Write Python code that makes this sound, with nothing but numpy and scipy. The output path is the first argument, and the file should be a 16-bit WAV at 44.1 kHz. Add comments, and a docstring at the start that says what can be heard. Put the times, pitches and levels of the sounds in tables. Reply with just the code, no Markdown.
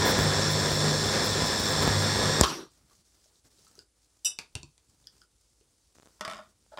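"""A small electric chopper whirs through carrot in a glass bowl, is switched off and coasts to rest.
Its roar is shaped noise with housing rings and drifting rotor tones; jolts and clatter are short bursts.
Hands lift the motor head, cutlery clinks, the head is set down and the plastic lid wobbles to rest:
clusters of dying modes plus cracks of noise, with a short room tail. Behind them: quiet kitchen air,
a faint hum and rustling sleeves."""
import sys
import numpy as np
from scipy import signal
from scipy.io import wavfile
from scipy.ndimage import uniform_filter1d

SR = 44100
rng = np.random.default_rng(int(sys.argv[2]) if len(sys.argv) > 2 else 0)


def generate_wav(signal):
    """Clip the signal to [-1, 1] and save it as 16-bit WAV at the path in sys.argv[1]."""
    frames = np.transpose(np.atleast_2d(signal))
    scaled = np.clip(frames, -1, 1) * 32767
    pcm = np.round(scaled).astype(np.int16)
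    wavfile.write(sys.argv[1], SR, pcm)


N = 299439
T = np.arange(N) / SR
RUN = 3 * SR  # samples until the motor is silent
OFF_S = 2.41  # the switch opens


def gain_of(db):
    """Amplitude factor of a level in dB."""
    return 10 ** (np.asarray(db) / 20)


def evened(x):
    """Scales to rms 1."""
    return x / np.sqrt(np.mean(x ** 2) + 1e-20)


def slow(size=RUN, smooth=4000):
    """Slow random drift of rms 1."""
    return evened(uniform_filter1d(rng.standard_normal(size), size=int(smooth)))


def gesture(t, start, rise, hold, fall):
    """Envelope 0-1: straight rise, hold, exponential fall."""
    falling_s = np.maximum(t - start - rise - hold, 0)
    return np.clip((t - start) / rise, 0, 1) * np.exp(-falling_s / fall)


def wavering(hz, waver_hz, size=1500, count=RUN):
    """Tone of rms 1 whose pitch drifts, smoothed over size samples."""
    drift = slow(count, size)
    return np.sqrt(2) * np.sin(2 * np.pi * np.cumsum(hz + waver_hz * drift) / SR)


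def coloured(points, patchy_db, size=N):
    """Noise of rms 1 with a spectrum (frequency [Hz], level [dB]) and drifting patches."""
    frames, bin_hz = size // 256 + 5, np.fft.rfftfreq(1024, 1 / SR)
    real, imag, patches = rng.standard_normal((frames, 513, 3)).T
    patches = uniform_filter1d(patches, size=24, axis=0)  # across frequency
    patches = evened(uniform_filter1d(patches, size=8, axis=1))  # across time
    point_hz, point_db = np.transpose(points)
    curve_db = np.interp(np.log(bin_hz + 1), np.log(point_hz + 1), point_db)
    spectra = (real + 1j * imag) * gain_of(curve_db[:, None] + patchy_db * patches)
    return evened(signal.istft(spectra, nperseg=1024, noverlap=768)[1][:size])


def resonate(x, hz, width_hz):
    """Resonance along the curve hz, rms 1: shifts it down to zero, smooths twice, shifts back."""
    turn = np.exp(2j * np.pi * np.cumsum(hz * np.ones(len(x))) / SR)
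    pole = np.exp(-np.pi * width_hz / SR)
    smoothed = signal.lfilter([1], [1, -2 * pole, pole * pole], x / turn)
    return evened((turn * smoothed).real)


def ring(modes, blur, rise=0.000067, size=12000):
    """Dying modes (frequency [Hz], level [dB], t60 [s]), each three close beating partials; peak 1."""
    t, x = T[:size], np.zeros(size)
    for hz, db, t60 in modes:
        for level_luck, pitch_luck in rng.standard_normal((3, 2)):
            decay = gain_of(db + 2 * level_luck - 60 * t / t60)
            x += decay * np.sin(2 * np.pi * hz * (1 + blur * pitch_luck) * t + 2 * level_luck)
    x *= 1 - np.exp(-t / rise)
    return x / abs(x).max()


def snap(t60, top_hz, size=4000):
    """Short burst of noise, dull above top_hz; peak near 1."""
    lowpass = signal.butter(3, min(top_hz, 20000), fs=SR)
    noise = signal.lfilter(*lowpass, rng.standard_normal(size))
    return .5 * evened(noise) * gain_of(-60 * T[:size] / t60)


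def add(mix, s, sound):
    """Adds a sound into the mix at s seconds."""
    part = mix[round(s * SR):][:len(sound)]
    part += sound[:len(part)]


def side_hiss():
    """Patchy hiss, added with opposite sign to the two channels."""
    # hiss spectrum: (frequency [Hz], level [dB per Hz])
    hiss_spectrum = [(25, -15.5), (1000, -22), (3000, -22), (6000, -2), (10000, -2.5), (11000, -7.5),
                     (16000, -12)]
    return gain_of(-87) * coloured(hiss_spectrum, 1.5)


def kitchen_air():
    """Steady shaped noise and a faint low hum."""
    # room air spectrum: (frequency [Hz], level [dB per Hz])
    air_spectrum = [(15, -35), (25, -7.5), (55, -1), (175, -24), (300, -14.5), (404, -20.5), (488, -16.5),
                    (622, -24), (1440, -27), (1560, -29.5), (9780, -22.5), (15900, -51)]
    hum = wavering(54.0, .8, size=4000, count=N)
    return gain_of(-72) * coloured(air_spectrum, 0.78) + gain_of(-77.5) * hum


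def moving_arms():
    """Sleeves and hands: crackling cloth, fingers rubbing plastic and table rumble, as enveloped noise."""
    # movements: (start [s], hold [s], cloth [dB], rub [dB], rumble [dB])
    moves = [(2.699, 0.3, -70.5, -75, -74), (3.042, 0.34, -69.5, -77.5, -80.5),
             (3.437, 0.022, -65.5, -67.5, -68), (3.502, .31, -67, -73, -72.5),
             (3.95, 0.93, -77.5, -83.5, -84), (4.885, 0.34, -72, -78.5, -72),
             (5.3, 0.615, -75.5, -86, -82.5), (5.94, 0.228, -69.5, -73, -76), (6.202, 0.3, -72.5, -76, -72),
             (6.544, .25, -73.5, -80, -78)]
    # noise spectra: (frequency [Hz], level [dB per Hz])
    cloth_spectrum = [(1000, -31), (2800, -14), (4700, -2.5), (8000, -4), (10500, -12.5), (12000, -20.5),
                      (16000, -18.5)]
    rub_spectrum = [(100, -13), (350, 3.5), (700, -3.5), (1300, -3.5), (2500, -10.5), (5000, -17)]
    rumble_spectrum = [(30, -20), (70, -3), (150, -8.5), (250, -14), (1000, -63)]
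    rise_s, fall_s, wander_db = 0.014, 0.018, 2
    t = T[::64]
    levels = sum(gain_of(db)[:, None] * gesture(t, s, rise_s, hold_s, fall_s) for s, hold_s, *db in moves)
    layers = []
    for level, spectrum in zip(levels, (cloth_spectrum, rub_spectrum, rumble_spectrum)):
        wander = gain_of(wander_db * slow(size=len(t), smooth=40))
        layers.append(np.interp(T, t, level * wander) * coloured(spectrum, 1.0))
    cloth, rub, rumble = layers
    starts = rng.random(N) < 25 / SR  # 25 crackles a second on average
    creases = 1 + 1.5 * signal.oaconvolve(starts, gain_of(-60 * T[:800] / 0.02))[:N]
    return creases * (cloth + rub) + rumble


def room(x):
    """Dense echoes dying away, the treble sooner."""
    t60_s = 0.19
    t, noise = T[:SR // 2], rng.standard_normal(SR // 2)
    dull = signal.lfilter([1], [1, -1.2, .4], noise) * gain_of(-60 * t / t60_s)
    bright = 1.4 * noise[::-1] * gain_of(-60 * t / (.5 * t60_s))
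    tail = (dull + bright) * (t > .004)
    return signal.fftconvolve(x, tail / np.linalg.norm(tail))[:N]


def grip_pops():
    """Dull sticky pops of a grip letting go: dry, close clicks of a few cycles."""
    # pops: (time [s], peak [dB])
    pop_rows = [(5.955, -45), (5.967, -46.5), (5.985, -41), (5.999, -40), (6.024, -43), (6.031, -43),
                (6.058, -41), (6.064, -44), (6.073, -40.5), (6.107, -53), (6.626, -55), (6.664, -51.5)]
    modes = [(300, 3.5, 0.0038), (1000, -10, 0.0043), (2200, -17, 0.0023), (4260, -8, 0.002),
             (6950, -5.5, 0.0022)]  # (frequency [Hz], level [dB], t60 [s])
    out = np.zeros(N)
    for s, db in pop_rows:
        add(out, s, gain_of(db) * ring(modes, 0.19, size=800))
    return out


def finger_ticks():
    """Small plastic ticks under the fingers: bright and body rings with a crack."""
    # ticks: (time [s], ring peak [dB], bright ring [Hz], body ring [Hz], body re bright ring [dB])
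    tick_rows = [(2.911, -57, 4260, 1087, 7), (3.258, -53.5, 5000, 605, -15),
                 (3.357, -55, 4040, 400, -22.5), (3.467, -60, 5000, 395, -2), (3.585, -53, 4170, 400, -14),
                 (3.668, -49, 4620, 1300, -4.5), (3.754, -46, 6250, 1350, -18), (3.781, -48, 5980, 407, 5),
                 (3.791, -36.5, 4760, 1460, -24), (3.815, -64, 4830, 367, -2),
                 (5.042, -55, 3780, 400, -6.5), (5.071, -31.5, 5050, 1730, -35),
                 (5.217, -45, 4950, 1410, -14), (5.611, -56, 4370, 400, -14)]
    out = np.zeros(N)
    for s, db, bright_hz, body_hz, body_db in tick_rows:
        modes = [(bright_hz, 0, .005), (1.2 * bright_hz, -4, .004), (.64 * bright_hz, -22, .02),
                 (body_hz, body_db, .03)]
        add(out, s, gain_of(db) * ring(modes, .05, rise=.0004, size=3000))
        add(out, s, gain_of(db - 6) * np.diff(snap(0.006, 8700), 2))
    return out


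def rocking(count=18):
    """Rows (time [s], level [dB], hardness) of the lid on its rim: gaps shorten to a floor, blows weaken."""
    start_s, first_gap_s, shrink, least_gap_s = 6.2095, .0405, .7, .0112
    first_db, loss_db, spread_db, hardness = -22, 2.13, -1.5, 0.89
    k, luck = np.arange(count), rng.uniform(-1, 1, (count, 2))
    gaps_s = np.maximum(first_gap_s * shrink ** k, least_gap_s)
    times_s = start_s + np.cumsum(gaps_s) - gaps_s
    levels_db = first_db - loss_db * k + spread_db * luck[:, 0] * (k > 2)
    return list(zip(times_s, levels_db, np.clip(hardness + 0.1 * luck[:, 1], 0, 1)))


def lid_blows():
    """Plastic lid rocking and knocking: a hard blow reaches the high modes and cracks."""
    # single knocks: (time [s], ring peak [dB], hardness 0-1)
    knocks = [(6.195, -54, 0.9), (6.388, -38, .2), (6.472, -67, 1), (6.774, -31.5, 0.37),
              (6.784, -29.5, 0.07)]
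    # lid modes: (frequency [Hz], level [dB], t60 [s])
    lid_modes = [(211, -11, 0.18), (649, 1.5, 0.083), (853, 4, 0.027), (1098, 5, 0.043), (1210, -7, 0.18),
                 (1290, -3.5, 0.14), (1413, -6, 0.17), (1837, 3, 0.034), (2220, -1.5, 0.02),
                 (2410, -9, 0.055), (3110, 5.5, 0.015), (3540, 4, 0.026), (4500, -14, 0.017),
                 (5030, 5, 0.017)]
    out = np.zeros(N)
    for s, db, hard in rocking() + knocks:
        modes = [(hz, mode_db - 7 * (1 - hard) * np.log2(1 + hz / 700), t60) for hz, mode_db, t60 in lid_modes]
        add(out, s, gain_of(db) * ring(modes, 0.043, size=6000))
        crack = snap(0.013, 8900) + 0.37 * snap(0.06, 7800)
        add(out, s, gain_of(db - 3) * hard * crack)
    return out


def lid_slide():
    """The lid drags on the table: a brief scrape of noise through four resonances."""
    out, noise = np.zeros(N), rng.standard_normal(6000)
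    scrape = resonate(noise, 610, 90) + 0.87 * resonate(noise, 870, 75)
    scrape += 0.36 * resonate(noise, 1400, 600) + 0.19 * resonate(noise, 3800, 2500)
    envelope = gesture(T[:len(noise)], 0, rise=.005, hold=0.023, fall=0.0065)
    add(out, 6.716, gain_of(-52.5) * envelope * evened(scrape))
    return out


def head_set_down():
    """The motor head meets the table: a noise tick, shell modes and slower table modes."""
    # contacts: (time [s], tick [dB], shell [dB], table [dB])
    contacts = [(4.388, -26.5, -21.5, -54), (4.553, -30, -21, -32.5), (4.631, -61, -32, -41.5),
                (4.779, -56.5, -48, -71)]
    # modes: (frequency [Hz], level [dB], t60 [s])
    shell_modes = [(950, -15, .02), (2606, -12, .012), (3698, -6, .008), (4635, -2, .006), (5950, -3, .006),
                   (7300, -7, .007), (8516, -9, .007)]
    table_modes = [(81, 4, 0.071), (152, 3, 0.13), (281, -1, 0.043), (363, -11.5, 0.13), (610, -16, 0.059)]
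    out = np.zeros(N)
    for s, tick_db, shell_db, table_db in contacts:
        add(out, s, gain_of(tick_db) * (snap(0.019, 8100) + 0.16 * snap(0.17, 9000)))
        add(out, s, gain_of(shell_db) * ring(shell_modes, .04, rise=.0003))
        add(out, s, gain_of(table_db) * ring(table_modes, 0.046, rise=0.003))
    return out


def cutlery_clinks():
    """Touched cutlery: long metal modes, a bright jangle and a dull burst."""
    # clinks: (time [s], ring peak [dB])
    clink_rows = [(4.247, -18.5), (4.256, -18.5), (4.269, -28)]
    # metal modes: (frequency [Hz], level [dB], t60 [s])
    metal_modes = [(2643, -11, .16), (2950, -8, .11), (3575, -19, .2), (3774, -8, .12), (4883, -14, .16),
                   (5044, -8, .15), (5588, -12, .2), (5841, 0, .15), (6115, -20, .2), (7348, -12, .16),
                   (7461, -3, .14), (7806, -6, .07), (7973, -10, .15), (8425, -14, .17), (8565, -10, .16),
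                   (9491, -8, .16), (10240, -18, .14), (10560, -19, .14), (11540, -18, .14)]
    out = np.zeros(N)
    for s, db in clink_rows:
        add(out, s, gain_of(db) * ring(metal_modes, .007, rise=.0015))
        add(out, s, gain_of(db - 8) * np.diff(snap(.08, 9500), 2))
        add(out, s, gain_of(db - 33.0) * snap(0.23, 1700))
    return out


def hard_clatter():
    """Two knocks while the motor runs and a burst just after switch-off: cracks with three short rings."""
    # knocks: (time [s], level [dB])
    knock_rows = [(1.825, -19), (1.829, -19), (2.4353, -10), (2.4358, -16.5), (2.44, -19), (2.443, -14),
                  (2.449, -17.5)]
    modes = [(1210, 2.8, .07), (3380, 1, 0.026), (4240, 0.5, 0.018)]
    out = np.zeros(N)
    for s, db in knock_rows:
        add(out, s, gain_of(db) * (snap(0.0095, 7400) + 0.6 * ring(modes, 0.081, size=4000)))
    return out


def bowl_jolts():
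    """The bowl jolts on the table: a sharp snap, then at once a fast pull down and a slow swing back."""
    # jolts: (time [s], low push [dB], snap [dB])
    jolt_rows = [(.19, -14, -50), (0.718, -20, -40), (1.06, -18, -44.5), (1.199, -33, -39),
                 (1.421, -19.5, -45), (1.601, -20, -45), (1.877, -12, -38), (2.159, -22, -45),
                 (2.4118, -5, 0)]
    snap_modes = [(4620, 1.0, 0.0046), (7150, 0.0, 0.0032), (10300, -6.0, 0.0017), (2300, -8, 0.0022)]
    out, t = np.zeros(N), T[:3000]
    swing = -np.cos(2 * np.pi * 65 * t + 3 * (1 - np.exp(-t / .0014)))
    push = swing * (np.exp(-t / .0013) + .37 * np.exp(-t / .018))
    for s, push_db, snap_db in jolt_rows:
        add(out, s - .0004, gain_of(snap_db) * ring(snap_modes, .05, size=600))
        add(out, s, gain_of(push_db) * push)
    return out


def carrot_spray(t):
    """Bits of carrot hit the glass: bright noise, a steady spray plus flung handfuls."""
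    # handfuls: (start [s], level [dB], hold [s])
    handfuls = [(0.05, -35.5, .06), (.18, -44, 0.058), (.5, -42, .02), (.68, -51, 0.088),
                (1.24, -40, 0.025), (1.295, -46, .012), (1.457, -46, 0.018), (1.592, -40, 0.013),
                (1.635, -47, .012), (1.683, -45, .04), (1.817, -41, 0.017), (1.873, -52, 0.0086),
                (1.994, -51, 0.033)]
    # spray spectrum: (frequency [Hz], level [dB per Hz])
    spray_spectrum = [(3000, -29), (7000, -10), (10000, -2), (13000, -4.5), (16000, 2)]
    rise_s, fall_s = 0.0037, 0.0066
    flung = sum(gain_of(db) * gesture(t, s, rise_s, hold_s, fall_s) for s, db, hold_s in handfuls)
    return (gain_of(-54) + flung) * coloured(spray_spectrum, 1, size=RUN)


def hum_and_drone(t, hum_hz):
    """Motor hum and table drone, swelling and fading as bowl and table couple."""
    # drone: (time [s], level [dB])
    drone_curve = [(0, -32), (.11, -44.5), (.27, -27.5), (.35, -36), (.54, -31), (.74, -36.5), (.87, -27.5),
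                   (1.18, -44), (1.42, -38), (1.52, -51.5), (1.65, -47.5), (1.75, -33.5), (2.12, -35.5),
                   (2.21, -43), (2.27, -32.5), (2.41, -36.5)]
    hum_mean_db, hum_share, hum_wander_db = -37.5, 0.23, 3  # the hum follows the drone by this share
    drone_db = np.interp(t, *np.transpose(drone_curve))
    hum_db = hum_mean_db + hum_share * (drone_db - drone_db.mean()) + hum_wander_db * slow()
    hum = gain_of(hum_db) * wavering(hum_hz, 1.2, size=4000)
    return hum + gain_of(drone_db) * wavering(152.9, 2.5, size=4000)


def rotor_whines(t, free_s, hum_hz):
    """Rotor tones on the gear-mesh pitch: rising once the carrot is fine, shaken by load, then slowing."""
    # tones: (multiple of mesh tone, sideband [hum steps], waver [Hz], level [dB])
    tones = [(.92, 0, 6, -21.5), (1.0, 0, 5, -16.5), (1.0, 1, 2.9, -33.5), (1.162, 0, 8, -29),
             (1.94, 0, 12, -18), (2.272, 0, 14, -14.5), (2.995, 0, 8.3, -11.5), (2.995, -1, 9.9, -18.5),
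             (2.9, 0, 7, -15), (3.088, 0, 9, -16.5), (4.07, 0, 18, -17), (4.07, -1.7, 25, -22.5),
             (4.07, -2, 28, -19), (4.455, 0, 40, -14), (4.455, -1, 25, -29), (6.6, -0.48, 60, -31.5)]
    mesh_hz, ease_s, ease_hz_per_s, load_hz, spin_down_s = 1820, 1.55, 52, 5, 0.15
    eased_hz = ease_hz_per_s * np.clip(t - ease_s, 0, OFF_S - ease_s)
    mesh = (mesh_hz + eased_hz + load_hz * slow()) * np.exp(-free_s / spin_down_s)
    return sum(gain_of(db) * wavering(k * mesh + step * hum_hz, waver_hz) for k, step, waver_hz, db in tones)


def powered_roar(t, noise, whines):
    """Blade, gear and fan noise with housing, bowl and shell rings and whines, pulsed by the torque."""
    # blade, gears and fan: (frequency [Hz], level [dB per Hz])
    roar_spectrum = [(15, -52.5), (25, -22), (91, -7.5), (123, -11.5), (149, -7), (317, -10), (404, -8.5),
                     (884, -14), (1780, -16.5), (2980, -28), (3600, -24.5), (5400, -14), (6020, -18.5),
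                     (7470, -22), (15900, -43.5)]
    # housing and bowl rings: (frequency [Hz], width [Hz], level [dB])
    housing_rings = [(215, 30, -14), (405, 40, -14), (520, 60, -12), (1010, 80, -14), (1690, 90, -15),
                     (3530, 300, -11), (3750, 200, -14), (4450, 150, -14), (5000, 400, -14),
                     (7330, 300, -14)]
    # shell ring shifting as the palm presses: (time [s], frequency [Hz])
    grip_curve = [(0, 5700), (.3, 5360), (1.0, 5380), (1.2, 5200), (1.75, 5280), (2.0, 5320), (2.41, 5420)]
    body = coloured(roar_spectrum, 0.64, size=RUN) + whines
    body += sum(gain_of(db) * resonate(noise, hz, width_hz) for hz, width_hz, db in housing_rings)
    body += gain_of(-9) * resonate(noise, np.interp(t, *np.transpose(grip_curve)), 280)
    body *= 1 + 0.1 * wavering(102, 3, size=4000)  # torque peaks twice per mains cycle
    return evened(body)


def coasting_roar(noise, whines):
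    """Roar of the coasting blade: patchy noise, weaker whines and one shell ring."""
    # coasting blade: (frequency [Hz], level [dB per Hz])
    rundown_spectrum = [(15, -60), (25, -29), (123, -12), (149, 5.5), (235, -10.5), (393, 0), (450, -13),
                        (1190, -3.5), (2280, -21.5), (5700, -12.5), (6700, -21.5), (8780, -24),
                        (15900, -37)]
    return coloured(rundown_spectrum, 2.5, size=RUN) + .34 * whines + .25 * resonate(noise, 5650, 200)


def motor():
    """Powered roar crossfades to the coasting blade; slowing gears groan until the rotor stops."""
    # roar after the switch opens: (time [s], level [dB])
    coast_curve = [(2.42, -28.5), (2.428, -30), (2.436, -22), (2.454, -30), (2.52, -35), (2.634, -50.5),
                   (2.71, -71.5)]
    hum_hz, split_hz = 100.3, 3100
    body_db, treble_db, wander_db, coast_treble_db = -26.5, -29, 1.27, 0.5
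    coarse_db, coarse_s = 4, 0.26  # coarse pieces make the low roar louder at first
    groan_db, groan_sag_db_per_s, stop_s, stop_db_per_s = -41.5, 19.5, 2.635, 400.5
    t, noise = T[:RUN], rng.standard_normal(RUN)
    powered = np.clip((OFF_S + .025 - t) / .02, 0, 1)
    coasting, free_s = 1 - powered, np.maximum(t - OFF_S, 0)

    whines = rotor_whines(t, free_s, hum_hz)
    body = powered * powered_roar(t, noise, whines) + coasting * coasting_roar(noise, whines)
    treble = signal.sosfilt(signal.butter(4, split_hz, "high", fs=SR, output="sos"), body)
    low = signal.sosfilt(signal.butter(4, split_hz, fs=SR, output="sos"), body)

    coast_db = np.interp(t, *np.transpose(coast_curve), right=-150)
    run_db = body_db + coarse_db * np.exp(-t / coarse_s) + wander_db * slow()
    low_gain = gain_of(powered * run_db + coasting * coast_db)
    treble_gain = gain_of(powered * treble_db + coasting * (coast_db + coast_treble_db))
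    groan_gain = gain_of(groan_db - groan_sag_db_per_s * free_s - stop_db_per_s * np.maximum(t - stop_s, 0))
    groan = coasting * groan_gain * resonate(noise, 350, 130)
    out = low_gain * low + treble_gain * treble + groan
    out += powered * (hum_and_drone(t, hum_hz) + carrot_spray(t))
    return np.r_[out, np.zeros(N - RUN)]


def scene():
    """All sources in the middle, struck objects also through the room, hiss at the sides."""
    struck = finger_ticks() + lid_blows() + lid_slide() + head_set_down() + cutlery_clinks() + hard_clatter()
    background = kitchen_air() + moving_arms()
    mid = background + grip_pops() + struck + gain_of(-8.5) * room(struck) + bowl_jolts() + motor()
    side = side_hiss()
    return np.array([mid + side, mid - side])


def record(dry):
    """Bass roll-off of the microphone, full-scale clipping, then the band limit."""
    bass_cut = signal.firwin(4001, 36, pass_zero=False, fs=SR)
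    thin = signal.fftconvolve(dry, bass_cut[None], "same")
    band_limit = signal.firwin(511, 15830, window=("kaiser", 9), fs=SR)
    return signal.oaconvolve(np.clip(thin, -1, 1), band_limit[None], "same")


dry = scene()
out = record(dry)
generate_wav(out)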